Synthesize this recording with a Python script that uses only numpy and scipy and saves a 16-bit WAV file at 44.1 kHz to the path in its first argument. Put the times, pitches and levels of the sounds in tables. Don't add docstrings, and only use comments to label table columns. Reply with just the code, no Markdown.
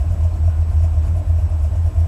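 import sys
import numpy as np
from scipy import signal
from scipy.io import wavfile
from scipy.ndimage import uniform_filter1d

SR = 44100
rng = np.random.default_rng(int(sys.argv[2]) if len(sys.argv) > 2 else 0)


def elevation(decibels):
    levels = np.asarray(decibels, float)
    return 10 ** (levels / 20)


def digitize_waveform(pressure):
    field = np.atleast_2d(pressure).T
    bounded = np.clip(field, -1, 1)
    quanta = np.round(bounded * 32767).astype(np.int16)
    wavfile.write(sys.argv[1], SR, quanta)


N = 91463


def evened(x):
    return x / np.sqrt(np.mean(x ** 2) + 1e-20)


def add(mix, s, sound):
    part = mix[max(round(s * SR), 0):][:len(sound)]
    part += sound[:len(part)]


def resonate(x, hz, width_hz):
    spin = np.exp(2j * np.pi * hz * np.arange(len(x)) / SR)
    r = np.exp(-np.pi * width_hz / SR)
    smooth = signal.lfilter([(1 - r) ** 2], [1, -2 * r, r * r], x / spin)
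    return 2 * (spin * smooth).real


def body(drive, modes):
    return sum(elevation(db) * evened(resonate(drive, hz, width_hz)) for hz, width_hz, db in modes)


def slow(rate_hz):
    pole = np.exp(-2 * np.pi * rate_hz / SR)
    return evened(signal.lfilter([1], [1, -pole], rng.standard_normal(N)))


def blows(table, gain_db, half_s, glide):
    out = np.zeros(N + SR)
    t = np.arange(-half_s, 2 * half_s, 1 / SR)
    stretched = np.where(t < 0, t / half_s / 0.85, t / half_s / 1.47)
    shape = np.cos(np.pi / 2 * np.clip(stretched, -1, 1)) ** 2
    for (s, db, hz), lag in zip(table, rng.random(len(table))):
        ring = np.cos(2 * np.pi * (hz * t * (1 + glide * t / half_s) + lag))
        add(out, s - half_s + 1, elevation(db + gain_db) * shape * ring)
    return out[SR:]


# time in seconds, engine speed in four-stroke cycles per second [Hz].
IDLE_SPEED = [(0, 4.39), (0.131, 4.18), (.33, 4.49), (.48, 3.92), (.64, 3.95), (.73, 4.38), (.9, 4.25),
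              (1.1, 4.54), (1.23, 4.51), (1.34, 4.35), (1.45, 4.36), (1.6, 4), (1.73, 4.53), (1.83, 4.32),
              (1.948, 4.33), (2.07, 4.1)]


def cycles():
    s, hz = np.transpose(IDLE_SPEED)
    speed = uniform_filter1d(np.interp(np.arange(N) / SR, s, hz), size=2000)
    return np.cumsum(speed) / SR


# dash buzz, valve clatter, bright fizz, all in dB.
TURN_STRENGTHS = [(0, 2, -1.5), (5, 1, 1), (-2.5, 3.2, -1), (3.5, -1.2, -3), (-3, 0.5, -.5),
                  (-4.5, -2, -4.5), (1, -.8, -1.5), (-2.5, 5, 1), (0, -1.5, -3.5), (3, 2.5, 1),
                  (1.5, -.3, -3), (-1.5, -1, -2), (-0.5, 1, -1), (-4.5, -1, -5.5), (-1, 1, 1),
                  (-1.5, 0.5, -2), (2.5, -0.7, -0.5), (0, -1.5, -0.5), (4, 4.5, 2)]


def shake(at, depth_db, puff_db, column):
    turn = 2 * cycles() - at
    strength_db = np.interp(turn, np.arange(len(TURN_STRENGTHS)), np.array(TURN_STRENGTHS)[:, column])
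    fire = 4 * turn
    size = rng.uniform(-1, 1, 200)[np.floor(fire).astype(int) + 2]
    puff = size * np.sin(np.pi * (fire % 1)) ** 2
    return elevation(strength_db + depth_db * np.cos(2 * np.pi * turn) + puff_db * puff)


# multiple of the cycle rate, rms level in dB, lag in waves
BANK_ORDERS = [(7, -45, 0), (9, -37.5, -.27), (11, -26, -.31), (13, -33.5, -.29)]


def burble():
    slip_s, slip_length_s = 0.609, 0.53
    slip = np.clip((np.arange(N) / SR - slip_s) / slip_length_s, 0, 1)
    out = np.zeros(N)
    for multiple, db, lag in BANK_ORDERS:
        waver_db = 0.8 * evened(uniform_filter1d(slow(4), size=3000))
        tone = np.cos(2 * np.pi * (multiple * cycles() - lag - slip))
        out += elevation(db + waver_db) * np.sqrt(2) * tone
    return out


def firings():
    return np.diff(np.floor(8 * cycles()), prepend=0) * rng.standard_normal(N)


# peak in seconds, level in dB, ring in Hz, half
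# width in seconds.
BOOM_SWELLS = [(0, -11, 71, 0.062), (0.112, -12, 86.6, 0.071), (0.257, -10, 82.9, 0.067),
               (0.335, -16, 83.5, 0.064), (0.477, -9, 84.3, 0.071), (0.611, -9.5, 80.9, 0.059),
               (0.695, -14, 81.2, 0.079), (0.774, -8, 77.64, 0.065), (0.84, -9.5, 83.9, 0.067),
               (0.927, -12.5, 79, 0.036), (0.981, -9, 77.3, 0.034), (1.052, -14, 78.6, 0.099),
               (1.111, -11.5, 81.9, 0.052), (1.159, -13.5, 87.3, 0.047), (1.306, -10, 82.37, 0.057),
               (1.446, -9.5, 80.4, 0.058), (1.542, -12.5, 80.8, 0.066), (1.6, -15, 75.2, 0.065),
               (1.652, -10.5, 76.6, 0.048), (1.731, -13, 80.8, 0.054), (1.79, -10.5, 81.1, 0.044),
               (1.866, -10.5, 83.6, 0.051), (1.989, -8.5, 79.6, 0.051),
               (0.067, -18, 79.3, 0.04), (.16, -17.5, 77.3, 0.063), (1.685, -12.5, 75.04, 0.016),
               (0.209, -12, 77.4, 0.037), (0.422, -11, 78.6, 0.066), (.545, -16, 76.5, 0.084),
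               (.89, -13.5, 78.4, 0.048), (1.008, -12.5, 77, 0.041), (1.2, -15, 85.76, 0.057),
               (1.346, -11, 81.7, 0.075), (1.381, -14.5, 79.7, 0.039), (1.83, -15.5, 86, 0.051),
               (2.027, -10.5, 83.1, 0.06)]
RING_REVERSALS = [0.724, 1.079, 1.26, 1.409, 1.484, 1.706, 1.754, 1.929, 2.066]


def boom(fired):
    mode_hz, width_hz, murmur_db, reversal_s = 81.9, 45, -33, 0.0081
    t = np.arange(N) / SR
    power = np.zeros(N) + 1e-6
    pull = power * mode_hz
    for s, db, hz, half_s in BOOM_SWELLS:
        swell = elevation(2 * db) * np.cos(np.pi / 2 * np.clip((t - s) / half_s, -1, 1)) ** 4
        power = power + swell
        pull = pull + swell * hz
    flips = np.prod([np.tanh((t - s) / reversal_s) for s in RING_REVERSALS], axis=0)
    ring = np.sqrt(power) * flips * np.cos(2 * np.pi * (np.cumsum(pull / power) / SR + 0.3))
    return ring + body(fired, [(mode_hz, width_hz, murmur_db)])


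# frequency in Hz, width in Hz, rms level in dB.
FLOOR_MODES = [(29.4, 11, -43), (101.8, 16, -44), (136.3, 14, -43), (158.8, 28, -44), (221.9, 30, -49.5),
               (302.2, 17.7, -54), (352.8, 20, -58)]


def floor(fired):
    rough = fired + 0.063 * rng.standard_normal(N)
    return body(rough * shake(0.21, depth_db=0.2, puff_db=3.6, column=0), FLOOR_MODES)


# frequency in Hz, width in Hz, level in dB.
DASH_MODES = [(533.4, 5.9, -8), (557, 17, -12), (615.7, 36, 1.5), (671, 46, -2), (715, 54, -0.5)]
# peak in seconds, level in dB, ring in Hz.
TRIM_KNOCKS = [(0.008, -35.5, 689), (0.023, -43, 676), (0.041, -35, 635), (0.057, -38.5, 668),
               (0.11, -35, 690), (0.137, -38.5, 660), (0.157, -38, 629), (0.179, -41, 650),
               (0.203, -39, 670), (0.224, -34.5, 696), (0.253, -31.5, 647), (0.299, -40, 620),
               (0.315, -40, 624), (0.342, -37, 656), (0.359, -33.5, 688), (0.442, -36, 680),
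               (0.482, -28.5, 656), (0.581, -36.5, 663), (0.627, -44, 640), (0.717, -34, 655),
               (0.804, -38, 637), (0.846, -28.5, 664), (0.894, -43, 625), (0.93, -39, 719.7),
               (0.96, -36, 645), (0.978, -35, 650), (1.001, -41, 663), (1.05, -37.5, 657.3),
               (1.072, -38.5, 641), (1.162, -33.5, 628), (1.177, -33, 665), (1.192, -36, 644),
               (1.216, -34.5, 636), (1.3, -33, 659.4), (1.345, -48, 624), (1.363, -40, 671),
               (1.389, -34.5, 627), (1.421, -44, 645.4), (1.506, -38, 633), (1.528, -32, 628),
               (1.558, -40.5, 623), (1.65, -31, 658.6), (1.714, -41, 669), (1.737, -35.5, 660),
               (1.755, -35, 667), (1.861, -33.5, 667.5), (1.895, -39, 638.3), (1.962, -33.5, 667),
               (1.986, -34.5, 666), (2.019, -38, 668), (2.038, -47, 650.3), (2.054, -38, 650)]


def buzz():
    rattle = np.zeros(N)
    for mode in DASH_MODES:
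        drive = rng.standard_normal(N) * shake(0.01, depth_db=4.5, puff_db=4.5, column=0)
        rattle += body(drive, [mode])
    return elevation(-49) * evened(rattle) + blows(TRIM_KNOCKS, gain_db=-1.5, half_s=0.01, glide=-0.026)


# frequency in Hz, width in Hz, level in dB.
GEAR_MODES = [(2347, 33, -5), (2523, 460, 3), (2963, 280, -2), (5470, 1300, 3), (6130, 140, -9.5),
              (7030, 1400, 3.5), (8550, 850, -6), (9790, 1400, 1.5), (12700, 2500, -3)]
# start in seconds, frequency in Hz, level in dB.
VALVE_TICKS = [
    (.335, 4270, -56.5),
    (0.694, 4406, -58),
    (1.049, 4430, -55),
    (1.165, 9840, -53.5),
    (1.495, 9800, -55),
    (0.709, 9800, -56),
]


def clatter():
    at = 0.066
    grain = elevation(2.0 * np.minimum(rng.exponential(1, N), 5))
    clack = grain * shake(at, depth_db=2.5, puff_db=3.0, column=1)
    fizz = grain * shake(at, depth_db=3.0, puff_db=3.0, column=2)
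    out = np.zeros(N)
    for part in GEAR_MODES:
        gain = fizz if part[0] > 8000 else clack
        drift = elevation(uniform_filter1d(slow(24), size=400))
        out += body(rng.standard_normal(N) * gain * drift, [part])
    out = elevation(-57.5) * evened(out)
    t = np.arange(0, .03, 1 / SR)
    for s, hz, db in VALVE_TICKS:
        fade = elevation(db - 600 * t) * np.minimum(t / 0.00079, 1)
        add(out, s, fade * evened(resonate(rng.standard_normal(len(t)), hz, 660)))
    return out


# frequency in Hz, density in dB per Hz.
AIR_SPECTRUM = [(65, -32.5), (110, -10), (135, -38.5), (213, -27.5), (466, -31.5), (635, -27),
                (1820, -42.5), (8020, -59.5), (15200, -61)]


def wash():
    frames, hz = N // 256 + 5, np.fft.rfftfreq(1024, 1 / SR)
    a, b, patches = rng.standard_normal((frames, 513, 3)).T
    patches = uniform_filter1d(uniform_filter1d(patches, size=12, axis=0), size=12, axis=1)
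    f, db = np.transpose(AIR_SPECTRUM)
    tilt_db = np.interp(np.log(hz + 1), np.log(f + 1), db)
    z = (a + 1j * b) * elevation(tilt_db[:, None] + 1.0 * evened(patches))
    return elevation(-42.5) * evened(signal.istft(z, nperseg=1024, noverlap=768)[1][:N])


# frequency in Hz, rms level in dB, wander in Hz.
WHINE_TONES = [(1044, -58.5, 4), (1534, -69, 5), (7881, -64, .3)]
# start in seconds, length in seconds, frequency in Hz, level in dB.
BELT_SQUEAKS = [
    (.44, .2, 1454, -55),
    (.41, .13, 5620, -60),
    (.77, .06, 5620, -58),
    (.95, .08, 5620, -61),
    (1.32, .1, 5620, -62),
    (1.44, .04, 5620, -59),
    (1.85, .05, 5620, -60),
    (1.98, .07, 5620, -59),
]


def whines():
    out = np.zeros(N)
    for hz, db, wander_hz in WHINE_TONES:
        phase = 2 * np.pi * np.cumsum(hz + wander_hz * slow(15.2)) / SR
        out += elevation(db) * np.sqrt(2) * np.sin(phase)
    for s, length_s, hz, db in BELT_SQUEAKS:
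        t = np.arange(0, length_s, 1 / SR)
        wobble = .007 * hz * slow(60)[:len(t)] * (hz > 3000)
        tone = np.sin(2 * np.pi * np.cumsum(hz + wobble) / SR)
        add(out, s, elevation(db) * np.sin(np.pi * t / length_s) * tone)
    return out


# peak in seconds, level in dB, ring in Hz.
FLOOR_THUMPS = [(0.061, -30.5, 167), (0.095, -41, 157), (0.135, -31, 156), (0.184, -34.5, 146),
                (0.258, -32, 156), (0.322, -49, 150.3), (0.394, -41, 153), (0.521, -45, 146),
                (0.629, -30, 147), (0.742, -29, 148), (0.83, -31, 155.6), (1.012, -38, 167),
                (1.071, -35, 160), (1.104, -38, 157), (1.136, -29, 160), (1.171, -34, 154),
                (1.299, -36.5, 152.3), (1.464, -32, 155.8), (1.507, -35.5, 171), (1.703, -35.5, 160.3),
                (1.78, -31.5, 148), (1.852, -30, 156.4), (2.007, -37, 146.2), (2.065, -25.5, 145.4)]
# peak in seconds, level in dB, ring in Hz.
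DOOR_RINGS = [(0.052, -37, 299), (0.174, -38.5, 318), (0.338, -37, 310), (0.381, -39, 331),
              (0.575, -37.5, 321.4), (0.688, -42.5, 315), (0.859, -38.5, 314.4), (0.933, -38.5, 296.3),
              (1.084, -38.5, 310), (1.167, -39.5, 318.3), (1.217, -35, 299.4), (1.325, -38.5, 301.5),
              (1.453, -43, 320), (1.555, -38.5, 313.6), (1.602, -45, 307), (1.675, -39, 299),
              (1.727, -39.5, 309.3), (1.871, -46, 323.7), (1.912, -37, 302), (2.01, -41, 316.7)]


def thumps():
    pan = blows(FLOOR_THUMPS, gain_db=-4.5, half_s=0.026, glide=0.052)
    return pan + blows(DOOR_RINGS, gain_db=-4.5, half_s=0.033, glide=0.014)


def scene():
    fired = firings()
    engine = burble() + boom(fired) + floor(fired) + thumps()
    return (engine + buzz() + clatter() + wash() + whines())[None]


def starve(x):
    hz, _, z = signal.stft(x, SR, nperseg=512)
    frames = z.shape[-1]
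    draw = rng.random((33, frames // 2 + 1))
    draw = np.repeat(np.repeat(draw, 8, axis=0), 2, axis=1)[:len(hz), :frames]
    share = 0.3 * np.clip((hz - 11000) / 4000, 0, 1.5) ** 2
    gain = np.where(draw < share[:, None], elevation(-22), 1)
    return signal.istft(z * gain, SR, nperseg=512)[1][:, :N]


def top_cut(x):
    return signal.sosfilt(signal.butter(12, 15350, fs=SR, output="sos"), x)


def record(dry):
    low_cut_hz, roll_hz, roll_db = 21, 14950, -2.5
    cut = signal.sosfiltfilt(signal.butter(3, low_cut_hz, "high", fs=SR, output="sos"), dry)
    corners_hz = [0, roll_hz - 150, roll_hz + 150, SR / 2]
    top = signal.firwin2(401, corners_hz, [1, 1, elevation(roll_db), elevation(roll_db)], fs=SR)
    mix = starve(signal.oaconvolve(cut, top[None], "same"))
    return top_cut(mix)


dry = scene()
out = record(dry)
digitize_waveform(out)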